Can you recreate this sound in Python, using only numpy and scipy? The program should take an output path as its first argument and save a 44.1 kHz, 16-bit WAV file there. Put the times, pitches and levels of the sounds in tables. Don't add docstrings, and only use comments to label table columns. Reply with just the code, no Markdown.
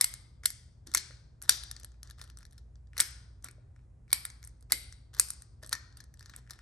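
import sys
import numpy as np
from scipy import signal
from scipy.fft import rfft, irfft, next_fast_len
from scipy.io import wavfile
from scipy.ndimage import uniform_filter1d

SR = 44100
rng = np.random.default_rng(int(sys.argv[2]) if len(sys.argv) > 2 else 0)


def file_out(sig):
    cols = np.atleast_2d(sig).T
    lim = np.clip(cols, -1, 1)
    pcm = np.round(lim * 32767).astype(np.int16)
    wavfile.write(sys.argv[1], SR, pcm)


def boost(x):
    u = np.asarray(x, float) / 20
    return 10 ** u


N = 291501


def rms_one(x):
    return x / np.sqrt(np.mean(x ** 2) + 1e-20)


def peak_one(x):
    return x / np.abs(x).max()


def at_hz(points, hz):
    table_hz, values = np.array(points)[:, 0], np.array(points)[:, 1]
    return np.interp(np.log(hz), np.log(table_hz + 1), values)


def at_time(points, s):
    times = np.array(points)[:, 0]
    return [np.interp(s, times, column) for column in np.transpose(points)[1:]]


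def bandpass(low_hz, high_hz, order=2):
    return signal.butter(order, [low_hz, high_hz], "band", fs=SR, output="sos")


def through(x, response):
    size = next_fast_len(N + 4096)
    hz = np.fft.rfftfreq(size, 1 / SR) + 1
    return irfft(rfft(x, size) * response(hz), size)[..., :N]


def ring(push, hz, t60):
    r, w = boost(-60 / (t60 * SR)), 2 * np.pi * hz / SR
    return signal.lfilter([0, np.sin(w)], [1, -2 * r * np.cos(w), r * r], push)


# f/Hz, left-right likeness [0 to 1]
LIKENESS = [(30, .99), (100, .95), (160, .75), (300, .4), (700, .1), (2000, .4), (4400, .55), (9000, .9),
            (12000, .93)]


def bands(size, shape):
    out, edges = 0, 25 * 2 ** (np.arange(29) / 3)
    white = rng.standard_normal((2, 2, size))
    for k, (low, high) in enumerate(zip(edges, edges[1:])):
        mid, side = signal.sosfilt(bandpass(low, high), white[k % 2])
        hz = np.sqrt(low * high)
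        alike = np.clip(at_hz(LIKENESS, hz), 0, 1)
        stereo = np.sqrt(1 + alike) * mid + np.sqrt(1 - alike) * side * [[1], [-1]]
        out = out + shape(hz) * stereo
    return out


# f/Hz, level [dB per Hz]
AIR_NOISE = [(30, -6.5), (50, 1), (80, 0.5), (134, -10), (175, -21.5), (290, -24), (460, -28.5),
             (800, -33.5), (1900, -50.5), (2600, -60.5), (4000, -62.5), (8800, -62), (10300, -71),
             (12000, -74)]
# f/Hz, width [Hz], level/dB
DUCT_RESONANCES = [(46.5, 14, -58), (58.28, 1.8, -51), (73.6, 230, -57)]
# f/Hz, level/dB
MAINS_HUM = [(120, -55.5), (240, -79)]


def ventilation():
    air = boost(-51) * rms_one(bands(N, lambda hz: boost(at_hz(AIR_NOISE, hz))))
    t = np.arange(N) / SR
    for hz, width_hz, level_db in DUCT_RESONANCES:
        duct = ring(rng.standard_normal(N + SR), hz, 6.0 / width_hz)[SR:]
        air = air + boost(level_db) * rms_one(duct)
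    for hz, level_db in MAINS_HUM:
        tone = np.sin(2 * np.pi * hz * t + 6 * rng.random())
        air = air + boost(level_db + 1) * tone * boost([[.5], [-.5]])
    return air


# f/Hz, level/dB, t60 [s]
BODY = [(990, -17.5, 0.0081), (1436, -3.5, 0.043), (1490, -3, 0.025), (1737, -2.5, 0.03),
        (1830, -7.5, 0.045), (2000, -9, 0.03)]
WALL = [(3800, -4, 0.024), (4260, -4.5, 0.029), (4714, 0.5, 0.0054), (5000, -1.5, 0.0068),
        (5350, -9.5, 0.012), (5790, 0.5, 0.024), (6500, -2.5, 0.0031), (6840, -4.5, 0.015)]
EDGE = [(7670, -2, 0.0098), (8400, 4.5, 0.012), (9600, -1.5, 0.0023), (10200, 3.5, 0.0042),
        (10460, 6.5, 0.018), (10400, 4, 0.0027), (10730, 0, 0.0051), (11230, -0.5, 0.0032),
        (11300, -4.5, 0.015), (15200, -6, .003)]
# start t/s, end t/s, start level/dB, end level/dB
RUBS = [(0, 0.008, -44.5, -47.5), (0.43, 0.451, -51.5, -53), (0.86, 0.961, -62.5, -67),
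        (1.428, 1.46, -55.5, -59.5), (1.474, 1.535, -51, -49.5), (1.749, 1.867, -64, -81),
        (2.036, 2.134, -63.5, -76), (2.176, 2.32, -58, -72.5), (2.365, 2.426, -73, -66),
        (2.512, 2.598, -78.5, -78.5), (2.936, 3.005, -80.5, -42.5), (3.436, 3.476, -49.5, -61),
        (3.491, 3.549, -68, -80.5), (3.745, 3.855, -84.5, -85.5), (4.082, 4.144, -74.5, -53),
        (4.413, 4.482, -75, -75), (4.616, 4.639, -87, -84), (4.696, 4.726, -50, -58.5),
        (5.13, 5.195, -55, -53.5), (5.62, 5.68, -53, -65.5), (5.706, 5.736, -53, -49),
        (5.966, 6.053, -64, -77), (6.184, 6.394, -72.5, -61.5), (6.49, 6.62, -59, -73.5)]


def shell(push):
    modes = BODY[1:] + WALL + EDGE[:5]
    return sum(boost(db) * ring(push, hz, 0.35 * t60) for hz, db, t60 in modes)


def rub():
    slips_per_s, spread_db, skin_cut_hz = 1800, 4.5, 3000
    sizes = boost(spread_db * np.minimum(rng.exponential(1, N), 3))
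    slips = sizes * rng.choice([-1, 1], N) * (rng.random(N) < slips_per_s / SR) + 1e-18
    slips = signal.sosfilt(signal.butter(1, skin_cut_hz, fs=SR, output="sos"), slips)
    drag, t = np.zeros(N), np.arange(N) / SR
    for start, end, start_db, end_db in RUBS:
        level = boost(np.interp(t, [start, end], [start_db, end_db]))
        drag += level * np.clip((t - start) / 0.0085, 0, 1) * (t < end)
    return shell(slips * drag + 1e-18) / np.std(shell(slips))


# t/s, peak level/dB, body level/dB, edge level/dB, flap f/Hz
SNAPS = [(0.0109, -16, -9, 8.5, 5700), (0.0424, -21.5, -23.5, 10, 4600), (0.4556, -21.5, -11, 9, 4200),
         (0.9384, -31.5, -7, 5.5, 5620), (0.9481, -11, -6.5, 3, 6410), (0.972, -19, -23.5, 0.5, 5367),
         (0.9788, -26.5, -23, -4, 5300), (1.4932, -7, -7.5, 4, 5770), (1.5224, -28, -21, -19, 5580),
         (1.6358, -36, -10.5, 4.5, 4250), (1.7128, -30.5, -17.5, 2, 5850),
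         (2.2144, -34.5, -2.5, -1.5, 4790), (2.9678, -37, 5, -1.5, 4920), (2.979, -26.5, -8.5, 0, 6160),
         (2.9941, -31.5, 8.5, 4, 5200), (3.002, -11, -10, 8.5, 5320), (4.1287, -13.5, -11.5, 6.5, 4550),
         (4.2517, -31, -2, 9, 3810), (4.7205, -14, -14, 8, 4620), (5.1968, -16, -3.5, 12.5, 6840),
         (5.3035, -36, -6.5, 14, 6750), (5.7515, -30.5, -3.5, -21, 5800)]


def snaps():
    return [(s, db, body, edge, 1.334, hz) for s, db, body, edge, hz in SNAPS]


# t/s, peak level/dB, body level/dB, edge level/dB
REBOUNDS = [(0.0142, -20, -7, -1.5), (0.4585, -15.5, -16.5, 4), (0.9514, -21, -4.5, -1),
            (0.9777, -22.5, -19, -8), (1.424, -44.5, -3, 12.5), (1.4357, -52, -8, 12), (1.443, -54, -11, 6),
            (1.506, -27, -6.5, 2.5), (2.9844, -30, -7.5, -3.5), (2.998, -33, -3.5, 9.5),
            (3.0056, -18.5, -9.5, 8), (3.008, -16.5, -10.5, 1), (3.0167, -28.5, 5, -8),
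            (4.7276, -19.5, -4.5, -12), (5.2105, -37.5, -4.5, 6.5), (5.7217, -38.5, 3, -4.5),
            (5.74, -32.5, -14, -2)]


def rebounds():
    return [(s, db, body, edge, 0.72, 6200) for s, db, body, edge in REBOUNDS]


TICK_MS = 0.64
# t/s, peak level/dB, edge level/dB
EDGE_TICKS = [(0.1388, -40, 10.5), (0.5035, -34.5, 7), (0.8693, -47.5, 5), (1.8328, -43, 1),
              (2.0308, -36, -2), (2.3722, -39.5, -3), (2.51, -57, -2.5), (3.425, -54.5, 0),
              (3.4441, -46, 17), (3.5115, -64.5, 20.5), (4.3013, -41, 4), (4.4397, -42.5, -1),
              (4.449, -58.5, 20), (4.4738, -50, 11), (4.609, -63, 10), (4.6256, -56, 3), (4.493, -60.5, 3),
              (4.925, -42, 4), (5.6302, -52, 9), (5.673, -49, 5), (5.187, -35.5, -10), (5.286, -47, 15),
              (5.335, -48, 11), (5.421, -42.5, 7), (5.663, -47, 10), (5.693, -41, 11), (6.04, -46, -0.5),
              (6.14, -45, -3.5), (6.3628, -53, 18), (6.387, -56, -9)]


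def edge_ticks():
    return [(s, db, -13, edge, TICK_MS, 6400) for s, db, edge in EDGE_TICKS]


# t/s, peak level/dB, body level/dB
BODY_TAPS = [(0.4355, -43.5, 3.5), (0.443, -48, -5), (0.8721, -38, -12.5), (1.109, -56.5, 13.5),
             (1.8112, -52, -1.5), (1.943, -64.5, 3), (2.094, -60.5, 11), (2.1962, -51, 4),
             (2.2468, -59.5, 7), (2.4067, -56, 2), (2.4294, -48.5, 1.5), (2.9328, -58, 13.5),
             (3.4617, -56, 14), (3.4859, -39.5, 1.5), (3.7623, -61.5, 8), (3.792, -68, 5.5),
             (4.0799, -60.5, 4.5), (4.6996, -51, 5), (5.619, -70.5, 9.5), (5.6342, -37.5, -5.5),
             (6.2084, -45, -1), (6.227, -45, -4), (6.466, -66, 8), (6.4748, -61.5, 10.5),
             (6.4978, -43, -0.5), (6.5338, -44, -3.5), (6.5903, -48, 5)]


def body_taps():
    return [(s, db, body, -2.5, TICK_MS, 5300) for s, db, body in BODY_TAPS]


# t/s, peak level/dB, f/Hz
KNOCKS = [(0.869, -46.5, 312), (0.949, -42.5, 380), (1.105, -47, 546), (1.492, -38.5, 748),
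          (1.841, -51, 579), (2.212, -56, 560), (3.003, -44, 719), (3.489, -52, 395), (3.582, -51, 586),
          (4.72, -44.5, 299.5), (5.631, -42, 614), (6.299, -57, 275)]


def knocks():
    out = np.zeros(N)
    for s, peak_db, pitch_hz in KNOCKS:
        push = np.zeros(N) + 1e-18
        at = round(s * SR)
        push[at:at + 30] = np.hanning(30)
        out += boost(peak_db) * peak_one(ring(push, pitch_hz, 0.03))
    return out


# t/s, peak level/dB, edge level/dB
WALL_TICKS = [(0.9163, -42.5, -25), (1.4176, -37, -6), (1.7647, -38.5, -28), (1.846, -39.5, 4.5),
              (1.9186, -54, -35.5), (2.074, -47.5, -8), (2.0996, -43, -4), (2.2232, -43.5, -1),
              (2.24, -44.5, 2), (2.276, -53, -3), (2.2997, -43, -2.5), (2.4522, -41, -5),
              (2.387, -53.5, 11), (2.465, -53.5, -5), (2.5246, -53, 0.5), (2.53, -53.5, 1.5),
              (2.59, -64, 5.5), (2.756, -56, -20), (2.8716, -62, -20), (4.1045, -42, -3.5),
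              (4.116, -39.5, 0.5), (4.4286, -44.5, -14), (5.14, -44, -6.5), (5.148, -37.5, -7),
              (5.1675, -50, -8.5), (5.6457, -42.5, -1.5), (5.9254, -51.5, -16.5), (6.173, -56, -16),
              (6.1941, -44, -17.5), (6.259, -41, -7)]


def wall_ticks():
    return [(s, db, -8.5, edge, TICK_MS, 4700) for s, db, edge in WALL_TICKS]


# t/s, peak level/dB, body level/dB, edge level/dB, flap f/Hz
PRESSES = [
    (1.7977, -48.5, -16, 1.5, 5790),
    (2.1086, -42, -6.5, 0, 4210),
    (2.579, -46.5, -13.5, -1, 5330),
    (5.7277, -18.5, -6.5, 0, 5000),
    (5.9705, -47.5, -9.5, 6, 5030),
    (6.003, -40, -6.5, -4, 4850),
    (6.2957, -43.5, -1.5, -4, 4180),
    (6.337, -56, 14.5, -11, 3900),
    (6.5072, -33, -10, 1, 5230),
]


def presses():
    return [(s, db, body, edge, 2.8, hz) for s, db, body, edge, hz in PRESSES]


def rattle(t, length_ms):
    impacts = rng.standard_normal(t.size) * (rng.random(t.size) < .4)
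    length = max(length_ms, .1) / 1000
    return impacts * (1 - np.exp(-t / 0.00016)) * np.exp(-t / length)


def strike(push, modes, crack):
    detune = 1 + .015 * rng.standard_normal(len(modes))
    rings = 0
    for (hz, db, t60), shift in zip(modes, detune):
        rings = rings + boost(db) * peak_one(ring(push, hz * shift, t60))
    near = peak_one(peak_one(rings) + 1.1 * peak_one(signal.sosfilt(crack, push)))
    smooth = signal.sosfilt(crack, np.arange(push.size) == 0)
    far = .4 * near + smooth * np.sqrt(np.sum(near ** 2) / np.sum(smooth ** 2))
    return near, far


# t/s, f/Hz, ring level/dB under the contact
CAVITY = [(0, 2170, -11), (0.46, 2183, -17.5), (1.0, 2154, -23.5), (1.45, 1600, -26), (1.7, 1803, -22),
          (2.9, 1706, -21), (3.0, 2232, -28), (4.13, 2263, -11.5), (4.72, 2106, -12), (5.2, 2000, -27),
          (5.73, 1764, -13), (6.61, 1800, -18)]
# t/s, loudest edge mode f/Hz,
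# sparkle level/dB under the contact, share sent to the room level/dB
FACING = [(0.01, 10130, -12.5, 1), (0.04, 8400, -11, 0), (0.46, 10450, -6, -1.5), (0.95, 10400, -8, -0.5),
          (1.49, 10860, -18.5, 0.5), (1.71, 9700, -22.5, -2), (2.4, 9450, -24, -4), (3.0, 8980, -19.5, 0.5),
          (3.5, 9430, -10.5, -5), (4.13, 10600, -5, 0.5), (4.25, 10150, -1, -1.5), (4.72, 10900, -3.5, 1.5),
          (5.2, 8300, 2.5, -2), (5.3, 8400, -5, -0.5), (5.73, 10700, -10, -3.5), (6.5, 10400, -9, -2)]


def contacts():
    flap_focus_db = 11
    out, t = np.zeros((4, N + 2048)), np.arange(2048) / SR
    body_crack, edge_crack, sparkle = bandpass(1000, 2600), bandpass(7500, 16500), bandpass(11500, 15800)
    every = snaps() + rebounds() + edge_ticks() + body_taps() + wall_ticks() + presses()
    for k, (s, peak_db, body_db, edge_db, length_ms, flap_hz) in enumerate(sorted(every)):
        rows = [0, 1 + k % 3]
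        push = rattle(t, length_ms)
        at = round(s * SR)
        span = slice(at, at + t.size)
        cavity_hz, cavity_db = at_time(CAVITY, s)
        edge_hz, sparkle_db, room_db = at_time(FACING, s)
        out[rows, span] += boost(peak_db + cavity_db) * peak_one(ring(push, cavity_hz, .014))
        out[0, span] += boost(peak_db + sparkle_db) * peak_one(signal.sosfilt(sparkle, push))
        body = BODY + [(cavity_hz, 2, .018)]
        wall = [(hz, db - flap_focus_db * np.log2(hz / flap_hz) ** 2, t60) for hz, db, t60 in WALL]
        wall = wall + [(flap_hz, 4, .012)]
        edge = EDGE + [(edge_hz, 7, 0.0027)]
        wall_crack = bandpass(flap_hz * 0.58, flap_hz * 1.53)
        parts = [(body, body_db, body_crack), (wall, 0, wall_crack), (edge, edge_db, edge_crack)]
        for modes, part_db, crack in parts:
            near, far = strike(push, modes, crack)
            out[rows, span] += boost(peak_db + part_db) * np.array([near, boost(room_db) * far])
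    small = signal.butter(2, 750, "high", fs=SR, output="sos")
    return signal.sosfilt(small, out[:, :N])


# f/Hz, t60 [s]
ROOM_T60 = [(300, 0.43), (1000, 0.97), (2000, 0.48), (4000, 0.62), (8000, 0.41), (11000, 0.53),
            (12500, 0.14), (14000, 0.1)]
# f/Hz, level/dB
ROOM_COLOUR = [(300, -23.5), (1000, -37.5), (2000, -31), (3000, -36.5), (5200, -33), (7000, -39),
               (8500, -36.5), (13500, -48)]


def room(x):
    t = np.arange(SR * 3 // 4) / SR

    def dying(hz):
        late, early = boost(-60 * t / at_hz(ROOM_T60, hz)), 3.2 * boost(-60 * t / 0.069)
        return boost(at_hz(ROOM_COLOUR, hz)) * (late + early)

    reply = bands(t.size, dying) * np.clip((t - .003) / 0.0064, 0, 1) * boost(-10.5)
    return signal.fftconvolve(x[None], reply, axes=1)[:, :N]


# f/Hz, left over right level/dB
PORT_DB = [(60, 1), (1000, 3), (2000, 1), (3000, 5), (4200, 7), (6500, 6), (8000, 3), (9500, 0),
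           (16000, -1)]
# f/Hz, left lead [radians]
PORT_LEAD = [(0, 0), (1000, .1), (1800, .6), (2600, 1.6), (4200, .8), (6200, .3), (7500, 1), (8600, -.2),
             (10150, -3.14), (11900, -6.28), (13600, -9.42), (15800, -12.56), (17000, -13)]


def ports(x):
    def response(hz):
        tilt = boost(at_hz(PORT_DB, hz) / 2)
        lead = np.exp(1j * np.interp(hz, *np.transpose(PORT_LEAD)))
        return np.array([tilt * lead, 1 / tilt])
    return through(x, response)


def scene():
    background = ventilation()
    soft = rub() + knocks()
    near, *far = contacts()
    replies = room(far[0] + soft) + room(far[1]) + room(far[2])
    return ports(near + soft + replies) + background


def held_peak(level_db, release_db_s):
    ramp = release_db_s * np.arange(N) / SR
    return np.maximum.accumulate(level_db + ramp, axis=-1) - ramp


def gain_control(x, knee_db, share, release_db_s):
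    over = np.maximum(20 * np.log10(np.abs(x).max(axis=0) + 1e-9) - knee_db, 0)
    r = np.exp(-1 / (0.069 * SR))
    cut_db = signal.lfilter([1 - r], [1, -r], held_peak(share * over, release_db_s))
    return x * boost(-cut_db)


# low f/Hz, high f/Hz, quiet threshold level/dB, threshold under last loud moment level/dB
TREBLE_GATES = [(9730, 10600, -105, -46.5), (10600, 11500, -95.5, -42.5), (10650, 12100, -77, -29),
                (12100, 12900, -65, -23.5), (12500, 17200, -84.5, -10)]


def drop_weak_treble(x):
    turn = np.array([[1, 1], [1, -1]]) / np.sqrt(2)
    x = turn @ x
    for low_hz, high_hz, quiet_db, under_db in TREBLE_GATES:
        band = signal.sosfiltfilt(bandpass(low_hz, high_hz, order=8), x)
        level_db = 10 * np.log10(uniform_filter1d(band ** 2, size=500) + 1e-20)
        loud_db = held_peak(level_db.max(axis=0), release_db_s=45)
        margin = level_db - np.maximum(quiet_db, loud_db + under_db)
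        x = x - band / (1 + np.exp(np.clip(2 * margin, -30, 30)))
    return turn @ x


# f/Hz, level/dB
MICROPHONE = [(1000, -5.5), (2400, 1.5), (2900, 0.5), (3600, 1), (11800, 7), (12600, -0.5), (13600, -19.5),
              (14600, -8.5), (16200, -15), (17000, -34.5)]


def band_limit(x):
    return signal.sosfilt(signal.butter(12, 17110, fs=SR, output="sos"), x)


def record(dry):
    x = through(dry, lambda hz: boost(at_hz(MICROPHONE, hz)))
    x = signal.sosfilt(signal.butter(5, 46, "high", fs=SR, output="sos"), x)
    x = gain_control(x, knee_db=-8.0, share=0.04, release_db_s=7.0)
    x = .9 * np.tanh(x / .9)
    x = signal.sosfilt(signal.cheby2(10, 60, 16900, fs=SR, output="sos"), x)
    return band_limit(drop_weak_treble(x))


dry = scene()
out = record(dry)
file_out(out)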